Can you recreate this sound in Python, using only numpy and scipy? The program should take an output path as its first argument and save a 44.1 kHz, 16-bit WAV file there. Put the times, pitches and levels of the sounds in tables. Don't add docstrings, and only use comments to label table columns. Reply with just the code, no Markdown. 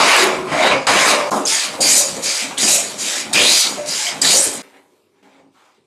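import sys
import numpy as np
from scipy import signal
from scipy.fft import rfft, irfft
from scipy.io import wavfile
from scipy.ndimage import uniform_filter1d, minimum_filter1d

SR = 44100
rng = np.random.default_rng(int(sys.argv[2]) if len(sys.argv) > 2 else 0)


def wrap_up_sound(samples):
    columns = np.atleast_2d(samples).T
    tamed = np.clip(columns, -1, 1)
    steps = np.round(tamed * 32767).astype(np.int16)
    wavfile.write(sys.argv[1], SR, steps)


def volts_from_db(level):
    exponent = np.asarray(level, float) / 20
    return 10 ** exponent


N = 258426
HZ = np.fft.rfftfreq(8192, 1 / SR)

PLACES_S = [
    0,
    1.303,
    4.6235,
    5.87,
]
# (frequency [Hz], level [dB per Hz])
COLOURS = [
    [(88, -29.5), (150, -12), (321, -3), (662, -6), (817, -3.5), (1030, -1.5), (1470, -11.5), (2200, -13),
     (3470, -21), (7870, -23), (10500, -22.5), (14200, -38.5)],
    [(88, -38.5), (150, -6), (266, 1.5), (498, -5.5), (558, -4), (1420, -9), (2370, -5), (2980, -11.5),
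     (4800, 0), (5480, 1), (6760, 1.5), (10500, -8.5), (14200, -24)],
    [(88, -48.5), (150, 8), (292, 7), (340, -19), (381, 2), (444, -1.5), (865, -8.5), (1130, -11),
     (1890, -7.5), (2560, -13), (4890, -22.5), (14200, -28.5)],
]
# (frequency [Hz], width [Hz], rise [dB])
WOOD_PLANE = [(363, 67, -4.5), (565, 28, 5.5), (670, 62, 7), (980, 130, -2), (1100, 170, 2.5),
              (1810, 120, 1.5), (2325, 440, 3.5), (2900, 500, 2), (3870, 150, 2.5), (4900, 470, 4.5),
              (6560, 210, 4), (8110, 220, 0)]
IRON_PLANE = [(348, 15, 1.3), (563, 6.2, 1.1), (830, 690, 4.2), (2430, 350, 0.87), (3105, 450, 5.2),
              (3900, 380, 3.2), (4760, 600, 4), (5950, 120, 2.9), (6800, 240, 5.6), (7650, 240, 3.6),
              (8900, 240, 2.2), (10500, 230, 4.1)]
FAR_BENCH = [(280, 55, 7.3), (400, 160, 5.5), (808, 120, 6.7), (1000, 300, 8.7), (2255, 370, 4.3),
             (4990, 310, 1.14)]

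# (start [s], rise [s], contact [s], iron level [dB], extra weight on the wood [dB])
WOOD_PUSHES = [
    (-.05, .003, .27, -20, -2.5),
    (0.8677, 0.0012, 0.25, -19.5, -4),
]
WOOD_PULLS = [
    (.44, 0.22, 0.24, -25.5, 0.42),
    (.709, 0.0042, 0.024, -30, 0.76),
]
SET_DOWN = [
    (1.3035, .006, .006, -36, -6),
    (1.3135, 0.003, 0.094, -30, 0.0059),
]
IRON_PUSHES = [
    (1.803, 0.0082, 0.19, -15.5, 0.81),
    (2.571, 0.036, 0.18, -17, 2.7),
    (3.328, 0.0015, 0.28, -17.5, 6.1),
    (4.2139, 0.0019, 0.17, -17, 4.2),
]
IRON_PULLS = [
    (1.451, 0.025, 0.2, -18.5, 0.08),
    (2.215, 0.026, 0.22, -20.5, 0.47),
    (2.965, 0.058, 0.24, -21.5, 0),
    (3.85, 0.061, 0.24, -20.5, 0.039),
]
FAR_TAIL = [
    (4.624, .002, 0.0069, -55.5, 0.0028),
]
FAR_SHIFTS = [
    (4.71, 0.032, 0.068, -70.5, 12),
    (4.86, .05, 0.11, -72, -9),
    (5.1, 0.073, 0.13, -77, 4),
    (5.225, 0.0039, 0.17, -64.5, 1.5),
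    (5.51, 0.071, 0.16, -62.5, -11),
    (5.66, .03, 0.11, -68.5, -7.5),
]
# (share [dB], swell during contact [dB], fall after it [dB per s])
WOOD_PUSH = [(6, -1, 50), (5.5, 0.5, 112), (0, 2.5, 116.5), (-18, 11, 90.5)]
WOOD_PULL = [(9, 0.006, 190), (7.5, 0.0049, 220), (0, 0.0046, 120), (-14.5, 0.013, 170)]
RESTING = [(11, -6, 200), (-9, -2.5, 51), (0, -9.5, 78), (-2.5, -6.5, 39)]
IRON_PUSH = [(-11, -7, 38), (-6, -8, 63), (-4.5, 4.5, 106), (-6.5, 8.5, 91)]
IRON_PULL = [(-12.5, -3, 35), (-7.5, 1.5, 150), (-1.5, -4, 160), (-5.5, -4.5, 57)]
DYING = [(9.3, 0.0015, 91), (4.9, 0.0045, 140), (1.5, 0, 71), (1.5, 0, 33)]
FAR_SHIFT = [(16.5, -6.5, 125), (4, -1, 300), (0.5, -2, 200), (-7, -8, 115)]
LIFT_DB = [0.9, -0.04, -2, -7.5]

# (start [s], length [s], from [Hz], to [Hz], level [dB])
CHATTER = [(0.065, 0.12, 1850, 2760, -11), (0.612, 0.12, 3650, 3920, -20), (0.708, 0.034, 2340, 2500, -13),
           (1.313, 0.11, 1220, 1200, -25), (1.461, 0.16, 5460, 4600, -19), (1.818, 0.082, 4730, 4960, -12),
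           (1.87, 0.087, 5540, 8100, -11.5), (2.24, 0.16, 4600, 5300, -20), (2.57, .05, 3160, 4250, -19),
           (2.666, 0.16, 6450, 7600, -13.5), (3.335, 0.1, 2550, 2350, -11),
           (3.367, 0.11, 3000, 3900, -12.5), (3.441, 0.13, 3930, 4330, -10), (3.53, .17, 4200, 4240, -13.5),
           (3.865, 0.34, 5000, 5000, -25.5), (4.065, 0.029, 3100, 3200, -21.5),
           (4.235, 0.14, 4000, 4700, -11), (4.345, .09, 5700, 9300, -12), (4.47, 0.12, 8200, 7800, -23),
           (4.733, 0.065, 1700, 2100, -50), (5.537, 0.18, 1080, 930, -51), (3.428, .15, 2500, 2450, -21),
           (2.655, 0.12, 2500, 2590, -21.5), (0.52, .08, 1850, 1950, -24), (4.221, .05, 1900, 1750, -23.5),
           (3.646, 0.067, 1300, 1300, -29.5), (4.375, .055, 7000, 8900, -11),
           (4.415, .075, 8300, 7800, -13), (3.33, .08, 4950, 4900, -18.5), (3.47, .14, 4900, 4900, -16.5),
           (4.05, .065, 2050, 2350, -27), (2.6, .13, 4900, 4800, -20), (.705, .06, 2260, 2240, -18),
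           (.58, .08, 2150, 2250, -19), (5.56, .16, 2300, 2400, -63), (5.68, .12, 5000, 4900, -70),
           (4.42, .045, 10400, 10600, -18), (1.805, .07, 8750, 8700, -18), (1.06, .06, 4700, 4500, -18),
           (0, .06, 1000, 1700, -14), (1.79, .035, 600, 900, -24)]
SKIP_WIDTHS = [900, 350, 400, 250, 700, 700, 2000, 1500, 1200, 2040, 600, 1700, 1400, 1993, 705, 301, 1100,
               1513, 3180, 690, 742, 300, 400, 400, 250, 150, 900, 2500, 500, 600, 350, 500, 200, 300, 600,
               700, 600, 400, 900, 500, 120]
# (centre [s], reach [s], frequency [Hz], level [dB])
BOARD = [(.08, 0.081, 980, -21.5), (0.231, 0.07, 360, -12.5), (.4, 0.053, 351, -20.5),
         (.565, .03, 672, -12), (0.62, 0.035, 672, -7.5), (.66, .02, 1150, -12.5), (.722, 0.015, 961, -11),
         (.75, 0.02, 520, -14), (.9, 0.02, 1000, -9), (1.049, 0.061, 1042, -18), (1.129, 0.039, 580, -17.5),
         (1.2, 0.11, 581, -20.5), (1.445, 0.02, 449.7, -20.5), (1.285, .015, 520, -22),
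         (1.53, 0.02, 900, -24), (1.66, .03, 1150, -27), (1.81, 0.02, 564, -16), (1.97, .02, 566, -21),
         (2.03, 0.04, 566, -19), (2.18, 0.018, 449, -26), (2.279, 0.038, 551, -27.5),
         (2.451, 0.03, 250, -26), (2.64, .025, 223, -25.5), (2.75, 0.022, 566, -19),
         (2.79, 0.015, 669, -21), (2.85, .03, 450, -27.5), (3.17, 0.018, 253, -27), (3.42, 0.05, 500, -26),
         (3.81, 0.021, 580, -22), (4.01, 0.022, 862, -27), (4.08, .025, 694, -24.5),
         (4.16, .012, 788, -24.5), (4.34, 0.018, 560, -20), (4.395, 0.018, 560, -18.5),
         (4.479, 0.029, 400, -22), (4.66, .08, 330, -59), (4.98, 0.14, 360, -55), (5.33, 0.098, 534.4, -70),
         (5.63, 0.058, 960, -60)]
HUM_WIDTHS = [60, 45, 180]
# (time [s], level [dB])
LURCHES = [(0, -33), (.26, -37), (.39, -31), (.53, -26.5), (.75, -26), (.97, -33.5), (1.08, -41),
           (1.2, -40.5), (1.35, -36.5), (1.7, -41.5), (1.88, -35.5), (2.12, -35), (2.27, -57), (2.63, -39),
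           (2.8, -42.5), (3.02, -46), (3.24, -47), (3.36, -30.5), (3.72, -47.5), (3.9, -42.5), (4.19, -38),
           (4.27, -33.5), (4.54, -52), (5.27, -75), (5.46, -65)]
# (frequency [Hz], width [Hz], level [dB])
LEGS = [(35, 46, -21.5), (69.5, 14, -9), (150, 20, 7.5), (256, 80, 4.5)]
DEEP_FULL_DB = [-42, -54.5, -69]
# (frequency [Hz], level [dB per Hz])
HUSH = [(15, -69.5), (25, -43.5), (144, -6.5), (297, -4), (701, -15.5), (995, -6), (1850, -23.5),
        (2420, -11.5), (3080, -19.5), (3620, -17.5), (9500, -25.5), (11800, -36.5), (15400, -40)]

# (time [s], peak [dB], ring [Hz], t60 [s])
BITES = [(.8695, -9.5, 7700, 0.071), (.9697, -14, 7500, .03), (1.4525, -8.5, 6500, 0.077),
         (1.468, -12, 5000, 0.091), (1.5444, -9.5, 6830, 0.096), (2.5805, -9.5, 8250, 0.046),
         (.0772, -9.5, 9050, .03), (1.806, -13.5, 8700, 0.038), (2.225, -31, 6800, .05),
         (3.332, -8, 3870, 0.06), (3.333, -3, 8400, 0.032), (3.888, -24.5, 4800, .05),
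         (4.2165, -1.5, 4820, 0.054), (4.2165, -2, 7950, 0.056), (.627, -19, 7640, .03),
         (1.075, -19, 10500, 0.036), (3.8896, -13, 6800, .04), (4.44, -9, 10500, 0.065)]
# (time [s], peak [dB], centre [Hz], t60 [s])
SPLINTERS = [(.164, -6, 9000, .015), (.2315, -14, 11500, .012), (.241, -6, 9500, .015),
             (.272, -20, 10000, .012), (.9, -13, 9000, .012), (1.086, -18, 12000, .015),
             (1.3085, -17, 6500, .03), (1.98, -9, 11000, .03), (3.8611, -21, 5000, .03),
             (4.453, -9, 7500, .015), (5.228, -50, 2300, .12)]
# (time [s], peak [dB], ring [Hz], t60 [s])
THUDS = [(.712, -7.5, 930, 0.18), (.8695, -9, 940, 0.088), (1.3155, -9, 900, .12),
         (1.327, -12.5, 900, 0.096), (1.36, -15, 700, .1), (1.381, -14.5, 1200, 0.055),
         (1.735, -24.5, 840, 0.12), (1.788, -16, 576, 0.1), (1.959, -24, 565, .1), (2.007, -17, 750, .08),
         (2.03, -24, 560, 0.093), (2.165, -21, 460, 0.096), (2.277, -20, 550, 0.081),
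         (2.508, -19, 830, 0.079), (1.797, -18, 230, .15), (2.625, -18, 330, .15), (3.265, -25, 800, .08),
         (3.312, -21, 700, .1), (3.777, -20, 600, .15), (4.33, -13.5, 563, 0.12), (5.229, -50, 900, 0.093),
         (5.398, -48, 700, 0.075), (5.458, -44, 263, 0.2), (5.78, -52, 400, .1)]
# (time [s], peak [dB], ring [Hz], t60 [s])
KNOCKS = [(0.881, 5, 754, 0.13), (1.733, -10, 820, 0.11), (2.179, -0.5, 414, 0.058),
          (2.508, -12.5, 820, 0.1), (2.624, -28, 471, 0.07), (3.319, -21, 573, 0.098),
          (3.375, -8.5, 550, 0.24), (3.43, -7.5, 600, 0.11), (3.646, 3, 730, 0.015),
          (3.776, -7, 565, 0.084), (4.327, -7, 557, 0.17), (4.462, -3, 359.6, 0.067),
          (5.231, -33.5, 280, 0.071), (5.389, -25, 433, 0.071), (5.459, -37.5, 263, 0.078)]
# (time [s], reach [s], loss [dB], below [Hz])
GLIDES = [(.15, 0.049, -19, 300), (1.62, 0.046, -18, 350), (2.37, 0.044, -14, 452), (2.95, 0.02, -3, 900),
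          (3.13, 0.052, -14, 300), (3.62, 0.029, -17, 600), (4.03, .05, -9, 497), (4.44, .02, -7.5, 350),
          (5.52, .03, -2, 1500), (.69, 0.014, -6, 897)]
# (frequency [Hz], t60 [s])
SHOP = [(100, 0.078), (500, 0.47), (2000, 0.33), (6000, 0.15), (14000, 0.11)]


def evened(x):
    return x / np.sqrt(np.mean(x ** 2) + 1e-20)


def read(points, hz):
    f, value = np.transpose(points)
    return np.interp(np.log(hz + 1), np.log(f + 1), value)


def rises(modes):
    return sum(rise / (1 + (2 * (HZ - f) / w) ** 2) for f, w, rise in modes)


def causal(db):
    log_gain = np.maximum(db - db.max(), -100) * np.log(10) / 20
    circle = np.r_[log_gain, log_gain[-2:0:-1]]
    return np.fft.ifft(np.exp(np.conj(signal.hilbert(circle)))).real[:4096]


def resonate(x, hz, width):
    turn = np.exp(2j * np.pi * np.cumsum(hz * np.ones(len(x))) / SR)
    r = np.exp(-np.pi * width / SR)
    return 2 * (turn * signal.lfilter([1 - r], [1, -r], x / turn + 1e-18)).real


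def steadied(x):
    span_s, share = .025, .7
    power = abs(uniform_filter1d(evened(x) ** 2, size=round(span_s * SR))) + .02
    return evened(x / power ** (share / 2))


def blotched(x, depth_db):
    z = signal.stft(x, nperseg=512, noverlap=384)[2]
    patches = rng.standard_normal(z.shape)
    for _ in range(2):
        patches = uniform_filter1d(uniform_filter1d(patches, size=4, axis=0), size=16, axis=1)
    gain = volts_from_db(depth_db * np.clip(evened(patches), -2.2, 2))
    return signal.istft(z * gain, nperseg=512, noverlap=384)[1][:len(x)]


def fibres(count, per_s, spread_db, judder_db, judder_s):
    size = volts_from_db(spread_db * np.minimum(rng.exponential(1, count), 3.5)) * rng.standard_normal(count)
    span = int(judder_s * SR) + 1
    judder = evened(uniform_filter1d(uniform_filter1d(rng.standard_normal(count), span), span))
    torn = rng.random(count) < per_s / SR
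    return evened(size * torn * volts_from_db(judder_db * judder))


def droning(modes):
    hz = np.fft.rfftfreq(N, 1 / SR)
    gain = sum(volts_from_db(db) / np.sqrt(w) / (1 + (2 * (hz - f) / w) ** 2) for f, w, db in modes)
    return evened(irfft(rfft(rng.standard_normal(N)) * gain, N))


def movement(t, start, rise_s, contact_s, iron_db, weight_db, answers, lag_s):
    onset_db, first_touch, lift_s = -11.5, 0.43, 0.036
    share_db, swell_db, fall = np.transpose(answers)[:, :, None]
    age = t - start
    db = iron_db + share_db + weight_db * np.array([[1], [0.79], [0], [-0.19]])
    rise = np.maximum(rise_s + lag_s * np.array([[1], [1], [0], [0]]), .001)
    db = db + onset_db * np.clip(1 - age / rise, 0, 1)
    db = db + swell_db * np.clip(age / contact_s, 0, 1)
    db = db + np.c_[LIFT_DB] * np.clip((age - contact_s) / lift_s, 0, 1)
    out_of_silence = np.clip(age / (first_touch * rise_s + 1e-4), 0, 1)
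    return volts_from_db(db - fall * np.maximum(age - contact_s, 0)) * out_of_silence


def effort():
    lag_s = 0.028
    kinds = [[(WOOD_PUSHES, WOOD_PUSH, 0), (WOOD_PULLS, WOOD_PULL, 0)],
             [(SET_DOWN, RESTING, 0), (IRON_PUSHES, IRON_PUSH, lag_s), (IRON_PULLS, IRON_PULL, lag_s)],
             [(FAR_TAIL, DYING, 0), (FAR_SHIFTS, FAR_SHIFT, 0)]]
    t = np.arange(0, N + 16, 16) / SR
    power = np.zeros((4, len(t)))
    for s0, s1, here in zip(PLACES_S, PLACES_S[1:], kinds):
        now = (t >= s0) & (t < s1)
        for rows, answers, lag in here:
            for row in rows:
                power[:, now] += movement(t[now], *row, answers, lag) ** 2
    return [np.interp(np.arange(N) / SR, t, gain) for gain in np.sqrt(power)]


def planing():
    out, gains = np.zeros(N), effort()
    edges_hz = [170, 1400, 3400, 8000, 30000]
    for place, modes in enumerate((WOOD_PLANE, IRON_PLANE, FAR_BENCH)):
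        a, b = (min(round(s * SR), N) for s in PLACES_S[place:place + 2])
        db = read(COLOURS[place], HZ) + rises(modes)
        heavy = blotched(fibres(b - a, 3000, 2.2, 1.1, 0.008), 1.7)
        fine = blotched(fibres(b - a, 15000, 1.2, 0.65, 0.018), 2.2)
        for k, drive in enumerate((heavy, 0.35 * heavy + 1.39 * fine, fine, fine)):
            above = 1 / (1 + (edges_hz[k] / (HZ + 1)) ** 14)
            share = above / (1 + (HZ / edges_hz[k + 1]) ** 14)
            part = signal.oaconvolve(drive, causal(db + 10 * np.log10(share)))[:b - a]
            out[a:b] += gains[k][a:b] * evened(part)
    return out


def chatter():
    taper, fade_db = 0.29, -5
    out = np.zeros(N)
    for (s, length, from_hz, to_hz, db), width in zip(CHATTER, SKIP_WIDTHS):
        skips = fibres(13000, 9000, 2.2, 2.2, .002)[:round(length * SR)]
        hz = np.linspace(from_hz, to_hz, len(skips))
        sung = resonate(resonate(skips, hz, width), hz, width)
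        level = volts_from_db(db + fade_db * np.linspace(0, 1, len(hz)) ** 3)
        out[round(s * SR):][:len(hz)] += steadied(sung) * level * signal.windows.tukey(len(hz), taper)
    return volts_from_db(-2.0) * signal.oaconvolve(out, causal(0.6 * rises(IRON_PLANE)))[:N]


def board():
    fade_db = 7.5
    s, reach, hz, db = np.transpose(BOARD)[:, :, None]
    t = np.arange(0, N / SR, .002)
    swells = volts_from_db(db - 8 - fade_db * ((t - s) / reach) ** 2) + 1e-9
    swells = np.where((s < PLACES_S[2]) == (t < PLACES_S[2]), swells, 1e-9)
    now = np.arange(N) / SR
    hz = np.interp(now, t, (hz * swells ** 2).sum(0) / (swells ** 2).sum(0))
    drive = fibres(N, 3000, 1.5, 2.5, .015)
    cuts = [round(s * SR) for s in PLACES_S[1:3]]
    parts = zip(np.split(drive, cuts), np.split(hz, cuts), HUM_WIDTHS)
    hum = np.concatenate([steadied(resonate(resonate(x, f, width), f, width)) for x, f, width in parts])
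    return hum * np.interp(now, t, swells.max(0))


def sway_db():
    rise, fall = 180, 200
    s, db = np.transpose(LURCHES)[:, :, None]
    t = np.arange(0, N / SR, .002)
    db = (db - np.maximum(rise * (s - t), fall * (t - s))).max(0)
    return np.interp(np.arange(N) / SR, t, db)


def bench():
    return droning(LEGS) * volts_from_db(sway_db() - 0.5)


def seated(x):
    deep_hz, follow = 360, 0.66
    full_db = np.take(DEEP_FULL_DB, np.searchsorted(PLACES_S[1:3], np.arange(N) / SR))
    size = 2 ** 19
    low_pass = 1 + (np.fft.rfftfreq(size, 1 / SR) / deep_hz) ** 6
    deep = irfft(rfft(x, size) / low_pass, size)[:N]
    return x - deep * (1 - volts_from_db(follow * np.clip(sway_db() - full_db, -25, 0)))


def crackle():
    centre_hz, width_hz, growth = 10000, 3500, 1.7
    edge = effort()[3]
    snaps = fibres(N, 2500, 1.2, 2.0, .006)
    for _ in range(2):
        snaps = resonate(snaps, centre_hz, width_hz)
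    return volts_from_db(-14.5) * evened(snaps) * edge * (edge / volts_from_db(-15.5)) ** (growth - 1)


def hush(close_db):
    air = evened(signal.oaconvolve(rng.standard_normal(N), causal(read(HUSH, HZ)))[:N])
    hum = volts_from_db(-70) * droning([(96.9, 12, -12), (360, 130, 0)])
    close = np.arange(N) < PLACES_S[2] * SR
    return volts_from_db(-56 - 12 + close_db * close) * blotched(air, depth_db=3.5) + hum


def blows(rows, damping, rise_s):
    out, t = np.zeros(N + SR), np.arange(12000) / SR
    for s, db, hz, t60 in rows:
        burst = resonate(rng.standard_normal(len(t)), hz, damping * hz)
        burst = resonate(burst, hz, 4.5 * damping * hz)
        shape = volts_from_db(db - 60 * t / max(t60, .005)) * np.minimum(t / rise_s, 1)
        out[round(s * SR):][:len(t)] += .5 * evened(burst) * shape
    return out[:N]


def bites():
    return blows(BITES, damping=0.065, rise_s=0.00072)


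def splinters():
    return blows(SPLINTERS, damping=.3, rise_s=.0004)


def thuds():
    return blows(THUDS, damping=.3, rise_s=0.0023)


def knocks():
    return blows(KNOCKS, damping=0.64, rise_s=0.038)


def lightened(x):
    out, t = x.copy(), np.arange(N) / SR
    for s, reach, db, hz in GLIDES:
        deep = signal.sosfiltfilt(signal.butter(2, hz, fs=SR, output="sos"), x)
        out -= deep * (1 - volts_from_db(db * np.exp(-((t - s) / reach) ** 2)))
    return out


def shop(x, wet_db):
    taps = np.zeros(SR)
    at = np.arange(300, SR - 20, 20)
    taps[at + rng.integers(0, 20, len(at))] = rng.choice([-1., 1.], len(at))
    hz, t, z = signal.stft(taps, SR, nperseg=256)
    tail = signal.istft(z * volts_from_db(-60 * t / read(SHOP, hz)[:, None]), SR, nperseg=256)[1]
    tail = tail / np.linalg.norm(tail)
    out = x.copy()
    for s0, s1, db in zip(PLACES_S, PLACES_S[1:], wet_db):
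        a, b = round(s0 * SR), min(round(s1 * SR), N)
        out[a:b] += volts_from_db(db) * signal.fftconvolve(x[a:b], tail)[:b - a]
    return out


def scene():
    friction = volts_from_db(-0.5) * seated(planing()) + blotched(chatter(), depth_db=0.9) + board()
    dry = friction + bench() + crackle() + bites() + splinters() + thuds() + knocks()
    heard = lightened(shop(dry, wet_db=[-9, -9, -7]) + hush(close_db=25.5))
    t = np.arange(N) / SR
    half_s, left = .006, .12
    dips = np.prod([np.clip(abs(t - s) / half_s, left, 1) for s in PLACES_S[1:3]], axis=0)
    return (dips * heard)[None]


def band_limit(x):
    return signal.sosfilt(signal.butter(12, 15600, fs=SR, output="sos"), x)


def record(dry):
    knee, top, span = 1.2, .84, 90
    bass_cut = signal.butter(3, 58, "high", fs=SR, output="sos")
    rounded = signal.sosfilt(bass_cut, knee * np.tanh(dry / knee))
    room_left = minimum_filter1d(top / np.maximum(abs(rounded), top), size=span)
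    limited = rounded * uniform_filter1d(room_left, size=span)
    edge = signal.firwin(511, 14250, window=("kaiser", 7), fs=SR)
    below = signal.oaconvolve(limited, edge[None], "same")
    treble = signal.sosfilt(signal.butter(6, 8000, "high", fs=SR, output="sos"), limited)
    loud_db = 10 * np.log10(abs(uniform_filter1d(treble ** 2, size=1500)) + 1e-12)
    kept = uniform_filter1d(1. * (loud_db > -56) * (loud_db < -41), size=300)
    return band_limit(below + volts_from_db(-7) * kept * (limited - below))


dry = scene()
out = record(dry)
wrap_up_sound(out)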